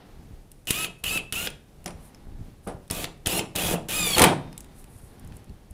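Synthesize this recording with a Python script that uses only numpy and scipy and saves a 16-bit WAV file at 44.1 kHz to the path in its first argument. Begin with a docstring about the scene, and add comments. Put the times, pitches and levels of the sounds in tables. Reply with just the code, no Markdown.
"""Low bumps and soft shuffling come first, made of swelling noise over faint air in a hard-floored workshop.
Then a cordless screw gun is pulsed seven times under a plywood shelf on a steel stand: tooth harmonics whine,
noise rattles through the housing and shakes the board's modes, and the last run stalls into hammer blows.
Noise bursts make the knocks and scrapes, paired pulses the dull jolts, bright noise the rubbing cloth.
A clip-on microphone hears it all; a decaying noise tail gives the work its echo."""
import sys
import numpy as np
from scipy import signal
from scipy.fft import rfft, irfft
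from scipy.io import wavfile

SR = 44100
rng = np.random.default_rng(int(sys.argv[2]) if len(sys.argv) > 2 else 0)


def log_audio(samples):
    """Write samples as a 16-bit WAV file to the path given in sys.argv[1]."""
    # one column per channel
    frames = np.atleast_2d(samples).T
    # limit to full scale, then quantise
    limited = np.clip(frames, -1, 1)
    pcm = np.round(limited * 32767).astype(np.int16)
    wavfile.write(sys.argv[1], SR, pcm)


N = 252680   # samples

# Air in the room, noise spectrum: f/Hz, density/dB per Hz
AIR_SPECTRUM = [(15, -31), (25, 6), (53, -2.5), (170, -7), (734, -22), (1260, -29.5), (6740, -37.5),
                (9320, -40), (14800, -41.5), (16000, -43)]
# Echo decay of the workshop: f/Hz, t60/s
SHOP_DECAY = [(100, 0.86), (400, 0.49), (2500, 0.36), (8000, 0.28), (16000, 0.068)]
# Low bumps and shudder, noise spectrum: f/Hz, density/dB per Hz
BUMP_SPECTRUM = [(12, -50.5), (20, -1), (80, -5), (134, -9), (255, -19.5), (311, -24), (400, -25.5),
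                 (520, -51), (880, -120)]
# Low bumps on the microphone: middle t/s, half length/s, level/dB
THUDS = [(.25, .15, -47.5), (1.97, 0.13, -47.5), (2.35, 0.096, -32.5), (2.65, 0.021, -63),
         (2.76, 0.059, -43), (4.58, 0.043, -54.5), (4.75, 0.3, -45.5), (5.3, 0.096, -37.5),
         (5.5, 0.054, -41.5), (5.73, 0.055, -49.5)]
# Shuffling, noise spectrum: f/Hz, density/dB per Hz
SHUFFLE_SPECTRUM = [(120, -31), (200, -7), (680, -19), (807, -13.5), (971, -20.5), (1150, -23), (2520, -29),
                    (4200, -32), (6000, -39), (7800, -65.5), (13200, -120)]
# Path of the shuffling level: t/s, level/dB
SHUFFLE_LEVEL = [(0, -51), (.25, -61.5), (.63, -74), (1.7, -80), (2.0, -54.5), (2.9, -69), (4.4, -51),
                 (4.8, -58), (5.34, -54.5), (5.73, -64)]
# Cloth, noise spectrum: f/Hz, density/dB per Hz
CLOTH_SPECTRUM = [(2350, -52.5), (4000, -16), (4340, -19.5), (6980, -13), (9720, -3), (14400, -15),
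                  (16000, -23)]
# Cloth rubbing: middle t/s, half length/s, level/dB
RUBS = [(.52, 0.0084, -82), (.995, .012, -66), (2.05, 0.048, -60), (2.65, 0.014, -61), (4.59, 0.031, -83),
        (4.795, 0.029, -55), (5.0, 0.11, -60.5), (5.36, 0.023, -67)]
# Dull jolts reaching the microphone: t/s, level/dB
JOLTS = [(.309, -37), (.7063, -18), (1.0395, -30), (1.325, -31), (2.2705, -33), (2.484, -34), (2.671, -28),
         (2.9093, -19), (3.2598, -30), (3.2702, -15), (3.559, -29), (4.1795, -18), (4.2265, -13),
         (4.2385, -15)]
# Bit and screw dragged on the wood: t/s, hiss level/dB, board level/dB
SCRAPES = [(1.856, -27, -35.5), (2.666, -28.5, -30)]
# Metal and plastic knocks: t/s, treble peak level/dB, middle peak level/dB, middle ring f/Hz
KNOCKS = [(0.516, -34.5, -46, 2770), (0.6538, -44, -62.5, 2050), (0.671, -23.5, -25, 2800),
          (0.7059, -7, -10.5, 2850), (0.8452, -27, -13.5, 2800), (1.0394, -18.5, -21, 2760),
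          (1.1741, -22, -18.5, 2650), (1.324, -15.5, -19, 2730), (1.4718, -28, -16.5, 3150),
          (1.5023, -33.5, -48, 2260), (1.8424, -39, -47, 2710), (1.8593, -26, -22, 5440),
          (1.8775, -40, -31, 2170), (1.9055, -41, -39, 2630), (2.1463, -47.5, -39, 5270),
          (2.6737, -32, -60, 2450), (2.878, -43, -50, 3530), (2.9006, -29, -24, 4000),
          (2.9098, -14.5, -21, 3220), (3.0421, -23.5, -18, 3170), (3.0523, -42, -24, 3600),
          (3.26, -23, -16, 2880), (3.27, -8.5, -16.5, 2450), (3.3927, -19, -14.5, 3000),
          (3.56, -14.5, -17.5, 3300), (3.8852, -25.5, -34, 2700), (4.1814, -8, -8, 2400),
          (4.194, -6, -7.5, 2130), (4.2178, -3, -3.5, 3300), (4.2391, -3.5, -4.5, 2150),
          (4.528, -41.5, -39, 4750), (4.5778, -24, -35, 3300), (4.6052, -30.5, -40, 5010),
          (4.644, -42, -47.5, 2620), (4.8416, -40, -46, 2390), (5.1953, -41, -66, 2090),
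          (5.2475, -45, -68, 1810), (5.2742, -42, -65, 3400), (5.322, -56, -43, 1770),
          (5.3676, -34, -68.5, 2050), (5.443, -46, -56, 2480), (5.494, -50, -46, 4160),
          (5.709, -39, -69, 2360)]
# Grit of the scrapes and body of the knocks: f/Hz, density/dB per Hz
CRACK_SPECTRUM = [(530, -6.5), (900, -17), (1860, -5), (3250, -5), (4250, -10), (7160, -14), (9930, 2.5),
                  (15200, -58.5), (16300, 12)]
# Broad response of plywood and stand: f/Hz, density/dB per Hz
BOARD_SPECTRUM = [(35, -59.5), (60, -31), (135, -2), (165, -4), (200, -3), (237, -7), (334, 5.5), (409, -2),
                  (879, -0.5), (1400, -13.5), (2500, -40), (3250, -106), (5500, -120)]
# Modes standing out of the board: f/Hz, width/Hz, level/dB
BOARD_MODES = [(176, 75, 7.5), (328.5, 19, -1), (850, 22, 0), (1165, 6, 4.5), (1444, 20, -25.5),
               (1857, 4.7, -20)]
# Gear rattle, noise spectrum: f/Hz, density/dB per Hz
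RATTLE_SPECTRUM = [(530, -28), (900, -15.5), (1100, -11), (2270, -4.5), (2570, 4), (2730, -14.5),
                   (3300, 1.5), (4520, -11), (7860, -6.5), (8760, -10), (9880, -6), (16000, -10)]
# Stand and shelf under the hammering: f/Hz, density/dB per Hz
CRUNCH_SPECTRUM = [(59, -49.5), (100, -9), (198, -1), (236, -13.5), (332, -8), (444, -17), (518, -3.5),
                   (545, -23), (808, -8.5), (881, -4.5), (1140, -14), (1550, -17), (1660, -20), (3240, -21),
                   (6000, -34.5), (7800, -39), (13200, -120)]
# The screw seats and the tool hammers: t/s, rattle level/dB, board level/dB, crunch level/dB
STALL = [(4.165, -29.5, -36.5, -28), (4.195, -29, -18.5, -18.5), (4.241, -27, -22.5, -13.5),
         (4.281, -42.5, -25, -19.5), (4.34, -75, -26, -38.5)]
# Upper whine, alternate teeth give half steps: multiple of the tooth rate, level/dB
TOOTH_ORDERS = [(2.5, -23), (3, -2), (3.5, -15), (4, -2), (4.5, -15), (5, -3), (5.5, -15), (6, -2),
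                (6.5, -11), (7, -5), (8, -4), (8.5, -10), (9, -4), (10, -7), (11, -7), (12, -8), (13, -10)]
# Tone curve of the upper whine: f/Hz, level/dB
WHINE_BODY = [(2600, -15.5), (3600, -0.5), (3850, -12), (4400, 0), (5100, -8), (6100, -13.5), (7200, 0.5),
              (8600, -7), (10000, 5), (12000, -9.5), (15000, -2)]
# Trigger pulls: pull t/s, release t/s, coast/s, top tooth rate f/Hz, spin-up/s, sag/Hz per s (negative gains),
# rattle level/dB, housing ring level/dB, board early level/dB, board late level/dB,
# upper whine level/dB (before a 2.5 dB trim), low tones over tooth rate/ratio,
# first tone level/dB, second tone level/dB
PULLS = [(0.674, 0.85, 0.028, 1271, 0.049, 27, -33, -41.5, -46, -41.5, -38.5, 1.025, -44.5, -35),
         (1.038, 1.175, 0.026, 1302, .037, 34, -33.5, -39, -45.5, -38, -35, 1.02, -47.5, -33),
         (1.328, 1.465, 0.024, 1316, 0.02, -750, -34, -43.5, -45, -41, -42, 1.025, -45.5, -36),
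         (2.907, 3.038, 0.029, 1616, 0.042, 599.5, -36, -54.5, -40, -38, -48, 1.02, -65, -42),
         (3.259, 3.387, 0.026, 1408, .037, 32, -30.5, -42.5, -36, -27.5, -31.5, 1.001, -62, -37.5),
         (3.554, 3.74, 0.024, 1713, 0.038, 696, -29, -44.5, -34.5, -27, -38.5, 1.03, -51, -30.5),
         (3.888, 4.152, 0.052, 1343, 0.032, 948, -31, -45, -39.5, -36.5, -30, 1.01, -48, -35.5)]

AIR_DB, SHOP_DB = -51.5, -13.5
THUD_REST_DB, RUB_REST_DB = -64, -73.5   # between the swells
SCRAPE_RISE_S, HISS_T60_S, SCRAPE_BOARD_T60_S = 0.012, 0.14, 0.27
KNOCK_T60_S, LOUD_KNOCK_T60_S = 0.015, 0.04   # base, and what a 0 dB middle adds
KNOCK_SPLIT_HZ = 6150
TICK_HZ, TICK_WIDTH_HZ = 9430, 2300   # the microphone's bright peak
STRUT_HZ, STRUT_DB, STRUT_T60_S = 3660, -1, 1.5
HOUSING_HZ, HOUSING_WIDTH_HZ = 2828, 300
SWITCHING_HZ, SWITCHING_DB = 15900, -18   # speed controller whistle, level against the rattle
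SHUDDER_DB, SHUDDER_FOLLOWS = -44, .4   # level with the board at -40.5 dB; share of the board's dB swing
START_RING_DB, START_RING_S = 10, 0.079   # the housing rings hardest as the gears take up
START_KICK_DB, START_KICK_S = 0.5, 0.035   # slight extra board level at the pull
RATTLE_DB_PER_S = -0.5   # while the trigger is held
COAST_LOSS_DB, BOARD_COAST_DB, TONE_COAST_DB = 27, 5.5, 16   # rattle, board and whine lose this over the coast
BRAKE_HZ_PER_S = 12000   # after the release
WHINE_DB_PER_OCTAVE = 22   # the whine grows as the motor spins up
TEETH_PER_TURN, TURN_THROB = 15, .45   # depth of the once-a-turn throb
SING_HZ, SING_WIDTH_HZ, SING_FLOOR_DB = 2598, 390, -17.5   # a shell resonance lifts the second low tone
SING_LIFT_DB, LIFT_HZ = 17, 2850   # upper tones flare as they pass the housing
CUTOFF_HZ, OVERLOAD = 16400, 1.1


def amp(db):
    """Decibels to gain."""
    return 10 ** (np.asarray(db) / 20)


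def rms_one(x):
    """Scale to an rms of 1."""
    return x / np.sqrt(np.mean(x ** 2) + 1e-20)


def in_time(rows):
    """Columns of a table, one value a sample."""
    s, *columns = np.transpose(rows)
    return [np.interp(np.arange(N) / SR, s, c) for c in columns]


def at_hz(points, hz):
    """Read a frequency table along a log axis."""
    table_hz, values = np.array(points).T
    return np.interp(np.log(hz + 1), np.log(table_hz), values)


def colour(x, spectrum):
    """Causal (minimum-phase) filter with the given spectrum."""
    cepstrum = irfft(at_hz(spectrum, np.linspace(0, SR / 2, 2049)) * np.log(10) / 20)
    # folding the cepstrum forward puts all the response after the hit
    cepstrum[1:2048] *= 2
    cepstrum[2049:] = 0
    response = irfft(np.exp(rfft(cepstrum)))
    return signal.fftconvolve(x, response)[:len(x)]


def resonate(x, hz, width_hz):
    """Ring one damped mode, unity gain near its peak."""
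    r = np.exp(-np.pi * width_hz / SR)
    poles = [1, -2 * r * np.cos(2 * np.pi * hz / SR), r * r]
    return signal.lfilter([(1 - r * r) / 2, 0, (r * r - 1) / 2], poles, x)


def drift(rate):
    """Slow chance wander, spread 1; rate in Hz."""
    r = np.exp(-2 * np.pi * rate / SR)
    wander = signal.lfilter([1], [1, -2 * r, r * r], rng.standard_normal(N + 9000))
    return rms_one(wander[9000:])   # the filter has settled by here


def noise(spectrum, flicker_db, rate):
    """Coloured noise whose level flickers; rms 1."""
    flickering = rng.standard_normal(N) * amp(flicker_db * drift(rate))
    return rms_one(colour(flickering, spectrum))


def swells(rows, rest_db):
    """Bell-shaped swells over a resting level, as gain."""
    t = np.arange(N) / SR
    return amp(rest_db) + sum(amp(db) * np.exp(-((t - s) / half_s) ** 2) for s, half_s, db in rows)


def room_air():
    """Steady air noise, heaviest in the lows, wavering slowly."""
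    return amp(AIR_DB) * noise(AIR_SPECTRUM, flicker_db=1.5, rate=3.5)


def workshop(x):
    """Diffuse echo: octave bands of noise, each dying as the decay table says."""
    t, tail = np.arange(SR) / SR, 0
    for hz in 60 * 2. ** np.arange(9):
        edges = [hz / np.sqrt(2), min(hz * np.sqrt(2), .45 * SR)]
        band = signal.butter(2, edges, "band", fs=SR, output="sos")
        tail = tail + signal.sosfilt(band, rng.standard_normal(SR)) * amp(-60 * t / at_hz(SHOP_DECAY, hz))
    tail = tail * np.clip(t / 0.0037 - .4, 0, 1)   # the first walls answer after a few ms
    return signal.fftconvolve(x, tail / np.sqrt(np.sum(tail ** 2)))[:N]


def worker():
    """Low bumps, shuffling and cloth rubbing near the microphone, each a noise with its own swells."""
    bumps = swells(THUDS, THUD_REST_DB) * noise(BUMP_SPECTRUM, flicker_db=6.0, rate=37)
    shuffle = amp(in_time(SHUFFLE_LEVEL)[0]) * noise(SHUFFLE_SPECTRUM, flicker_db=1.0, rate=36)
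    cloth = swells(RUBS, RUB_REST_DB) * noise(CLOTH_SPECTRUM, flicker_db=1.5, rate=40)
    return bumps + shuffle + cloth


def jolts():
    """Pushes of air: quick suction, then a slower, weaker rebound."""
    t, clicks = np.arange(4000) / SR, np.zeros(N)
    suction = t / .0009 * np.exp(1 - t / .0009)
    rebound = .3 * t / .003 * np.exp(1 - t / .003)
    s, level_db = np.transpose(JOLTS)
    clicks[np.round(s * SR).astype(int)] = amp(level_db)
    return signal.fftconvolve(clicks, rebound - suction)[:N]


def board(shake):
    """Plywood and stand: a broad response with a few modes standing out; rms 1."""
    modes = 0
    for k, (hz, width_hz, db) in enumerate(BOARD_MODES):
        modes = modes + (-1) ** k * amp(db) * resonate(shake, hz, width_hz)   # alternating sign
    return rms_one(rms_one(colour(shake, BOARD_SPECTRUM)) + 0.69 * rms_one(modes))


def scrapes():
    """Gritty friction hiss with the board sounding under it and dying more slowly."""
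    grit, wood, out = noise(CRACK_SPECTRUM, flicker_db=2.0, rate=105), board(rng.standard_normal(N)), 0
    for s, hiss_db, board_db in SCRAPES:
        t = np.arange(N) / SR - s
        rise, fall = np.clip(t / SCRAPE_RISE_S, 0, 1), np.maximum(t - SCRAPE_RISE_S, 0)
        out = out + rise ** 2 * amp(hiss_db - 60 * fall / HISS_T60_S) * grit
        out = out + np.sqrt(rise) * amp(board_db - 60 * fall / SCRAPE_BOARD_T60_S) * wood
    return out


def knocks():
    """Each knock is a dying crack, bright treble over a ringing middle; a steel strut rings after it."""
    cracks, t = np.zeros(N + 4000), np.arange(4000) / SR
    onset = np.minimum(t / .0006, 1)
    high = signal.butter(4, KNOCK_SPLIT_HZ, "high", fs=SR, output="sos")
    low = signal.butter(4, KNOCK_SPLIT_HZ, fs=SR, output="sos")
    for s, treble_db, mid_db, hz in KNOCKS:
        t60_s = KNOCK_T60_S + LOUD_KNOCK_T60_S * amp(mid_db)   # harder knocks last longer
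        burst = rng.standard_normal(4000) * onset * amp(-60 * t / t60_s)
        treble = signal.sosfilt(high, 0.28 * burst + resonate(burst, TICK_HZ, TICK_WIDTH_HZ))
        mid = signal.sosfilt(low, colour(burst, CRACK_SPECTRUM)) + 0.9 * resonate(burst, hz, 0.25 * hz)
        at = round(s * SR)
        cracks[at:at + 4000] += amp(treble_db) * treble / np.abs(treble).max()
        cracks[at:at + 4000] += amp(mid_db) * mid / np.abs(mid).max()
    strut_width_hz = np.log(1000) / np.pi / STRUT_T60_S
    strut = amp(STRUT_DB) * resonate(cracks + 1e-18, STRUT_HZ, strut_width_hz)
    return (cracks + strut)[:N]


def stall(rattle, shake):
    """Hammer blows of the seated screw: rattle, board and crunch each follow their own level path."""
    silent = (-120, -120, -120)
    paths = [(STALL[0][0] - .01, *silent)] + STALL + [(STALL[-1][0] + .02, *silent)]
    rattle_gain, board_gain, crunch_gain = amp(in_time(paths))
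    crunch = noise(CRUNCH_SPECTRUM, flicker_db=0.5, rate=54)
    return rattle_gain * rattle + board_gain * shake + crunch_gain * crunch


def shell(hz, centre_hz):
    """Resonance curve of the tool's shell, 1 at its centre."""
    return 1 / np.sqrt(1 + (2 * (hz - centre_hz) / SING_WIDTH_HZ) ** 4)


def whine(tooth_hz, whine_db, sharp, first_db, second_db):
    """Tooth harmonics, uneven teeth making each swell and fade on its own, over two low tones."""
    teeth = 2 * np.pi * np.cumsum(tooth_hz * (1 + .002 * drift(130))) / SR
    teeth = teeth + .08 * np.sin(teeth / TEETH_PER_TURN)   # an off-centre pinion runs fast and slow each turn
    upper = 0
    for k, db in TOOTH_ORDERS:
        hz = k * tooth_hz
        level = amp(db + at_hz(WHINE_BODY, hz) + 4.0 * drift(45))
        flare = 1 + amp(SING_LIFT_DB) * shell(hz, LIFT_HZ)
        throb = 1 + TURN_THROB * np.sin(teeth / TEETH_PER_TURN + k * k)   # k * k scatters the phases
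        upper = upper + level * flare * throb * np.sin(k * teeth + k * k) * (hz < CUTOFF_HZ)

    low_hz = sharp * tooth_hz
    phase = 2 * np.pi * np.cumsum(low_hz * (1 + 0.002 * drift(60))) / SR
    first = amp(first_db + 2.7 * drift(30)) * np.sin(phase)
    sing = shell(2 * low_hz, SING_HZ) + amp(SING_FLOOR_DB)
    second = sing * amp(second_db + 4.1 * drift(30)) * np.sin(2 * phase)
    return amp(whine_db - 2.5) * upper + np.sqrt(2) * (first + second)


def trigger():
    """Per sample: time since the pull, time held, time since release, share of coast done, pull's columns."""
    t, rows = np.arange(N) / SR, np.array(PULLS)
    current = np.maximum(np.searchsorted(rows[:, 0] - .004, t) - 1, 0)   # each pull takes over 4 ms early
    pull, release, coast, *columns = rows[current].T
    after = np.maximum(t - release, 0)
    return t - pull, release - pull, after, after / coast, columns


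def screw_gun():
    """Motor speed drives the whine; gear rattle also rings the housing, and the board shakes with each run."""
    since, held, after, coasted, columns = trigger()
    top_hz, spin_s, sag, rattle_db, ring_db, early_db, late_db, *tones_db = columns
    run = np.maximum(since, 0)
    spin = np.tanh(run / spin_s)
    tooth_hz = np.maximum(top_hz * spin - sag * run - BRAKE_HZ_PER_S * after, 100)
    tool_on = np.clip(1 + since / .0008, 0, 1) * np.clip(1 - (coasted - 1) / .5, 0, 1)
    board_on = np.clip(1 + since / 0.0072, 0, 1) * np.clip(1 - (coasted - 1) / 2.8, 0, 1)

    rattle_db = rattle_db + RATTLE_DB_PER_S * np.minimum(run, held) - COAST_LOSS_DB * coasted
    ring_db = ring_db + START_RING_DB * np.exp(-run / START_RING_S)
    board_db = early_db + (late_db - early_db) * np.minimum(run / held, 1)
    board_db = board_db - BOARD_COAST_DB * np.minimum(coasted, 1) + START_KICK_DB * np.exp(-run / START_KICK_S)
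    tones_gain = amp(WHINE_DB_PER_OCTAVE * np.log2(spin + .01) - TONE_COAST_DB * coasted)

    rattle = noise(RATTLE_SPECTRUM, flicker_db=1.5, rate=300)
    ring = resonate(rattle, HOUSING_HZ, HOUSING_WIDTH_HZ)
    ring = rms_one(resonate(ring, HOUSING_HZ, HOUSING_WIDTH_HZ))   # a second pass narrows the ring
    switching = amp(SWITCHING_DB) * rms_one(resonate(rng.standard_normal(N), SWITCHING_HZ, 300))
    shake = board(rng.standard_normal(N) * amp(2.0 * drift(90)))
    shudder = amp(SHUDDER_DB) * noise(BUMP_SPECTRUM, flicker_db=4.0, rate=10)

    tool = whine(tooth_hz, *tones_db) * tones_gain
    tool = tool + amp(rattle_db) * (rattle + switching) + amp(ring_db) * ring
    shaken = amp(board_db) * shake + amp(SHUDDER_FOLLOWS * (board_db + 40.5)) * shudder
    return tool_on * tool + board_on * shaken + stall(rattle, shake)


def scene():
    """The work and its echo, with jolts, worker and air left dry."""
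    work = scrapes() + knocks() + screw_gun()
    echo = amp(SHOP_DB) * workshop(work)
    return (room_air() + echo + worker() + jolts() + work)[None]


def record(dry):
    """Peaks are rounded, the top is cut steeply."""
    rounded = OVERLOAD * np.tanh(dry / OVERLOAD)
    return signal.sosfilt(signal.cheby2(14, 70, CUTOFF_HZ, fs=SR, output="sos"), rounded)


dry = scene()
out = record(dry)
log_audio(out)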